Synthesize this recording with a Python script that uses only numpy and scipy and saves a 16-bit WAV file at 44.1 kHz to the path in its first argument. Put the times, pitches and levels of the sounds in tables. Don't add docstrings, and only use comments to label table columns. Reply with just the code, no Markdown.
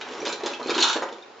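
import sys
import numpy as np
from scipy import signal
from scipy.fft import rfft, irfft
from scipy.io import wavfile

SR = 44100
rng = np.random.default_rng(int(sys.argv[2]) if len(sys.argv) > 2 else 0)


def materialize(psi):
    bounded = np.clip(np.atleast_2d(psi).T, -1, 1)
    quanta = np.round(bounded * 32767).astype(np.int16)
    wavfile.write(sys.argv[1], SR, quanta)


N = 61739
T = np.arange(SR // 2) / SR

# f/Hz, level/dB
AIR_COLOUR = [(25, -41), (60, -23), (110, -2.5), (170, -3.5), (380, 6.5), (800, 14.5), (1600, 0.5),
              (4000, -5), (7400, -15)]
# f/Hz, level/dB
ROOM_COLOUR = [(100, -1), (350, -2), (800, 1), (3000, -1.5), (8000, -0.5)]
# f/Hz, t60/s
ROOM_T60 = [(150, 0.59), (500, 0.39), (1500, 0.44), (4000, 0.3), (8000, 0.23)]
# f/Hz, side over mid
ROOM_WIDTH = [(100, .08), (300, .08), (700, 0.2), (1500, 0.49), (4000, 0.67), (8000, 0.59)]
# t/s, level/dB
DOOR_HITS = [(.762, -51)]
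# f/Hz, level/dB
DOOR_COLOUR = [(40, -19), (90, -1), (150, -1), (230, 1), (400, -16.5), (1500, -55.5)]
# t/s, level/dB
ROLL_LEVEL = [(0, -36), (.07, -34), (.27, -33), (.38, -38), (.46, -28.5), (.58, -43), (.69, -31),
              (.8, -29.5), (.93, -37.5), (1.05, -41), (1.14, -45), (1.22, -47.5), (1.4, -43.5)]
# f/Hz, level/dB
ROLL_COLOUR = [(30, -33.5), (90, -18.5), (165, -6.5), (220, -6), (380, 5), (550, -0.5), (680, -4),
               (1000, -5), (2000, -14), (4000, -22), (7400, -34)]
# t/s, level/dB, knock level/dB, thud f/Hz
BUMPS = [(0.062, -37, 0, 547), (.108, -37.5, -6.5, 492), (0.122, -42, -4, 463), (0.192, -32.5, -15, 319),
         (0.216, -27.5, -15.5, 355), (.229, -24, -26.5, 392), (.247, -46.5, -15, 396),
         (.2635, -33.5, -2.5, 530), (.27, -23.5, -8, 378), (0.286, -34, -6.5, 384), (0.328, -32, -14, 415),
         (0.406, -41.5, 7.5, 501), (0.4337, -22.5, -10, 410), (.447, -33, -17.5, 378), (.459, -27, -4, 414),
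         (.504, -41.5, -12, 435), (0.597, -29.5, -3, 602), (.611, -33, 0, 250), (0.66, -23, -23, 396),
         (.694, -20, -10, 380), (0.711, -19.5, -11, 358.8), (.738, -32, -5, 323), (0.7636, -21, -12.5, 363),
         (0.779, -22.5, -3.5, 345.5), (0.9568, -20.5, -3, 384.4), (1.021, -24.5, 1.5, 522),
         (1.03, -31, 0.5, 490), (1.049, -35.5, -13, 504), (1.125, -32.5, -20, 420), (1.188, -40, -20, 388)]
# f/Hz, level/dB, t60/s
RACK_MODES = [(218.4, -16.5, 0.17), (331.9, 0, 0.2), (379, 1.5, 0.079), (427.4, 3.5, .07),
              (491.8, -3, 0.11), (564.7, -13, 0.32), (914, -18, 0.16), (964, -23.5, 0.19)]
# f/Hz, level/dB
KNOCK_COLOUR = [(60, -43.5), (160, -40), (300, -1.5), (550, 6.5), (720, 2.5), (1000, 7.5), (1400, -6),
                (1900, -3.5), (2500, -18.5), (7000, -29.5)]
# t/s, level/dB
PLATE_HITS = [(0.256, -34.5), (0.298, -36), (0.467, -36), (.696, -29.5), (0.72, -50), (0.754, -30),
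              (0.782, -29), (0.807, -30.5), (.83, -27.5), (.839, -24), (.854, -33), (0.871, -28.5),
              (0.886, -29.5), (0.899, -26.5), (0.92, -42), (0.942, -40.5)]
# f/Hz, level/dB
PLATE_MODES = [(908, 2), (968, 0), (1130, -12), (1290, -10.5), (1362, 4.5), (1490, -5.5), (1620, -0.5),
               (2535, 3), (2925, -6.5), (3340, -10.5), (3443, -5.5), (3716, 4.5), (3916, -4.5),
               (4193, -0.5), (4344, -9.5), (6710, -4.5)]
# f/Hz, level/dB
CLACK_COLOUR = [(90, -44), (250, -23), (600, -1.5), (1000, 9.5), (1550, 9.5), (2100, -12), (4000, -1.5),
                (7400, -49)]
# t/s, level/dB
JINGLE_LEVEL = [(0, -49.5), (.15, -43), (.29, -50), (.39, -62.5), (.48, -45.5), (.6, -48), (.72, -39),
                (.84, -30.5), (.92, -32.5), (1, -52), (1.15, -53), (1.4, -86)]
# f/Hz, level/dB
STEEL_COLOUR = [(90, -40.5), (300, -22), (800, -10.5), (1400, -4.5), (2000, -2), (2500, 1.5), (3700, 3),
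                (4900, -3), (6000, -3), (7300, -7)]
# t/s, level/dB, tone f/Hz, tone level/dB, treble tilt/(dB per octave)
CLINKS = [(.012, -32, 3870, -7.5, -8.5), (0.203, -46, 5790, 3, 14), (.219, -42, 2305, 1.5, -2),
          (0.2527, -31.5, 3738, -13, -0.5), (.261, -31.5, 3530, -12, -3.5), (0.2707, -34.5, 4140, -1.5, -1),
          (0.28, -36, 5180, -2, -1.5), (.296, -37, 2340, 0.5, 8), (0.2913, -31.5, 7200, -10.5, 8),
          (0.324, -33, 6930, -14, 4.5), (.327, -30.5, 4030, -6, 3), (0.402, -43, 2473, -3, 3),
          (0.4361, -38, 4080, -4, -2), (0.46, -25, 3540, -10, 6), (.464, -35.5, 5050, -2.5, 0),
          (0.4617, -39, 6800, -5, -4), (0.48, -40, 3980, 1, 7), (.514, -44, 5800, -8, -10.5),
          (0.5345, -37.5, 2590, -1.5, -4), (.537, -43.5, 2970, 1, 0), (.541, -45, 3312, 5.5, -13.5),
          (0.629, -44, 4180, 3, -1), (0.66, -46.5, 2492, 5, 9.5), (0.6715, -37.5, 4300, -3, 3),
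          (.684, -30, 3700, -7, -27), (0.696, -36, 4452, -2.5, -5.5), (0.7015, -30.5, 5150, -5.5, 0),
          (.706, -31.5, 2367, 2.5, 4.5), (.741, -32, 3340, -1.5, 12.5), (0.748, -32, 4230, 1, 4),
          (0.7799, -25, 4060, -16.5, -1), (0.7907, -29, 3990, -1, 1), (.805, -19, 6686, -12, 5),
          (.8126, -28.5, 4316, 4.5, -15), (.822, -27, 3010, 0, -7.5), (.826, -5.5, 4164, -15.5, 10.5),
          (.83, -19, 3410, -4, 4), (0.834, -28.5, 3550, -0.5, -5), (.841, -21, 3634, -8, 6.5),
          (.862, -34.5, 3750, -28.5, 16), (0.885, -20, 5990, -22, 7), (0.8967, -28, 4360, -4, 4),
          (.907, -36, 4330, -1, -0.5), (.93, -27.5, 7290, -12, 0), (.936, -45.5, 3660, 10.5, -8),
          (0.964, -33.5, 3430, -21, -3), (1.028, -39.5, 6700, -11.5, 0), (1.0874, -50.5, 2970, 1.5, -1),
          (1.1261, -48, 3660, 0.5, 0), (1.1843, -58, 2410, 3, -2), (1.2236, -56.5, 3664, 9, 0),
          (1.232, -58.5, 2365, 7, -4)]
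# f/Hz, level/dB
TONE_CURVE = [(25, -24), (50, -30), (90, -7), (125, -10), (162, -18.5), (205, -6), (290, -8), (7200, -0.5),
              (7550, -7.5), (7830, -22), (8050, -49.5), (8250, -32.5), (8500, -17), (8850, -30)]


def amp(db):
    return 10 ** (np.asarray(db) / 20)


def read(points, hz):
    f, value = np.transpose(points)
    return np.interp(np.log(hz + 1), np.log(f + 1), value)


def envelope(points):
    return amp(np.interp(np.arange(N) / SR, *np.transpose(points)))


def unit_rms(x):
    return x / np.sqrt(np.mean(x ** 2) + 1e-20)


def unit_hit(x):
    return x / np.sqrt(np.sum(x ** 2) / (.02 * SR) + 1e-20)


def colour(x, points, tilt_db=0):
    hz = np.fft.rfftfreq(x.shape[-1], 1 / SR)
    octaves = np.log2(np.maximum(hz, 1000) / 1000)
    return irfft(rfft(x) * amp(read(points, hz) + tilt_db * octaves), x.shape[-1])


def add(mix, s, sound, pan=0):
    part = mix[:, max(round(s * SR), 0):][:, :len(sound)]
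    part += np.array([[1 - pan], [1 + pan]]) * sound[:part.shape[1]]


def fade(t60):
    return amp(-60 * T / t60)


def mode(hz, db, t60):
    return amp(db) * fade(t60) * np.sin(2 * np.pi * (hz * T + rng.random()))


def burst(points, t60, tilt_db=0):
    partials = colour(rng.choice([-1., 1.], len(T)), points, tilt_db)
    return unit_hit(partials * fade(t60))


def grains(per_s, spread_db):
    sizes = rng.choice([-1., 1.], N) * amp(spread_db * np.minimum(rng.exponential(1, N), 3))
    return sizes * (rng.random(N) < per_s / SR)


def room_tone(width=0.89):
    mid, side = unit_rms(colour(rng.standard_normal((2, N)), AIR_COLOUR))
    return mid + width * np.array([side, -side])


def reflections(x, per_s=3000, predelay_s=0.0053):
    shape = (2, len(T))
    taps = rng.choice([-1., 1.], shape) * (rng.random(shape) < per_s / SR) * (T > predelay_s)
    hz, t, bands = signal.stft(taps, SR, nperseg=256)
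    bands *= amp(read(ROOM_COLOUR, hz)[:, None] - 60 * t / read(ROOM_T60, hz)[:, None])
    bands[1] *= read(ROOM_WIDTH, hz)[:, None]
    mid, side = signal.istft(bands, SR, nperseg=256)[1]
    response = np.array([mid + side, mid - side]) / np.linalg.norm(mid)
    return signal.fftconvolve(x.mean(0)[None], response, axes=1)[:, :N]


def door(rise_s=0.0022):
    out = np.zeros((2, N))
    attack = 1 - np.exp(-T / rise_s)
    for s, db in DOOR_HITS:
        add(out, s, amp(db) * unit_hit(attack * burst(DOOR_COLOUR, t60=0.15)))
    return out


def wheels():
    grit = grains(per_s=900, spread_db=2)
    return envelope(ROLL_LEVEL) * unit_rms(colour(grit, ROLL_COLOUR))


def bumps(rise_s=0.0022, thud_db=7):
    out = np.zeros((2, N))
    attack = 1 - np.exp(-T / rise_s)
    for s, db, knock_db, thud_hz in BUMPS:
        cycles = T * thud_hz
        thud = amp(thud_db) * np.sin(2 * np.pi * cycles) * cycles * np.exp(1 - cycles)
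        ring = sum(mode(*row) for row in RACK_MODES)
        body = unit_hit(thud + attack * ring)
        knock = unit_hit(attack * burst(KNOCK_COLOUR, t60=0.08))
        add(out, s, amp(db) * (amp(knock_db) * knock - body))
    return out


def plates(t60_at_1khz=0.19, damping=0.41, clack_db=0.5, pan_spread=.04):
    out = np.zeros((2, N))
    for s, db in PLATE_HITS:
        ring = sum(mode(hz, mode_db + rng.normal(), t60_at_1khz * (1000 / hz) ** damping)
                   for hz, mode_db in PLATE_MODES)
        clack = amp(clack_db) * burst(CLACK_COLOUR, t60=0.11)
        add(out, s, amp(db) * (unit_hit(ring) + clack), pan_spread * rng.normal())
    return out


def cutlery_jingle(pieces=6, touches_per_s=400, pan_spread=.04):
    out = np.zeros((2, N))
    for _ in range(pieces):
        touches = grains(touches_per_s / pieces, spread_db=3)
        ring = burst(STEEL_COLOUR, t60=0.035, tilt_db=-1.3)
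        shimmer = unit_rms(signal.fftconvolve(touches, ring)[:N])
        add(out, 0, shimmer, pan_spread * rng.normal())
    return envelope(JINGLE_LEVEL) * out / np.sqrt(pieces)


def clink_tone(hz, width_hz=100, neighbours_db=2):
    f = np.fft.rfftfreq(len(T), 1 / SR)
    phases = np.exp(2j * np.pi * rng.random(len(f)))
    neighbours = unit_rms(irfft(phases / (1 + ((f - hz) / width_hz) ** 2), len(T)))
    tone = np.sin(2 * np.pi * hz * T) + amp(neighbours_db) * neighbours
    return unit_hit(tone * fade(t60=0.055))


def cutlery_clinks(pan_spread=.04):
    out = np.zeros((2, N))
    for s, db, hz, tone_db, tilt_db in CLINKS:
        splash = burst(STEEL_COLOUR, t60=0.071, tilt_db=tilt_db)
        clink = splash + amp(tone_db) * clink_tone(hz)
        add(out, s, amp(db) * clink, pan_spread * rng.normal())
    return out


def scene(reverb_db=-5, air_db=-48):
    near = door() + wheels() + bumps() + plates() + cutlery_jingle() + cutlery_clinks()
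    return near + amp(reverb_db) * reflections(near) + amp(air_db) * room_tone()


def record(dry, left_db=-0.73, cutoff_hz=8936):
    padded = np.pad(dry, ((0, 0), (0, len(T))))
    heard = colour(padded, TONE_CURVE)[:, :N] * amp([[left_db], [0]])
    lowpass = signal.firwin(511, cutoff_hz, window=("kaiser", 9), fs=SR)
    return signal.oaconvolve(heard, lowpass[None], "same")


dry = scene()
out = record(dry)
materialize(out)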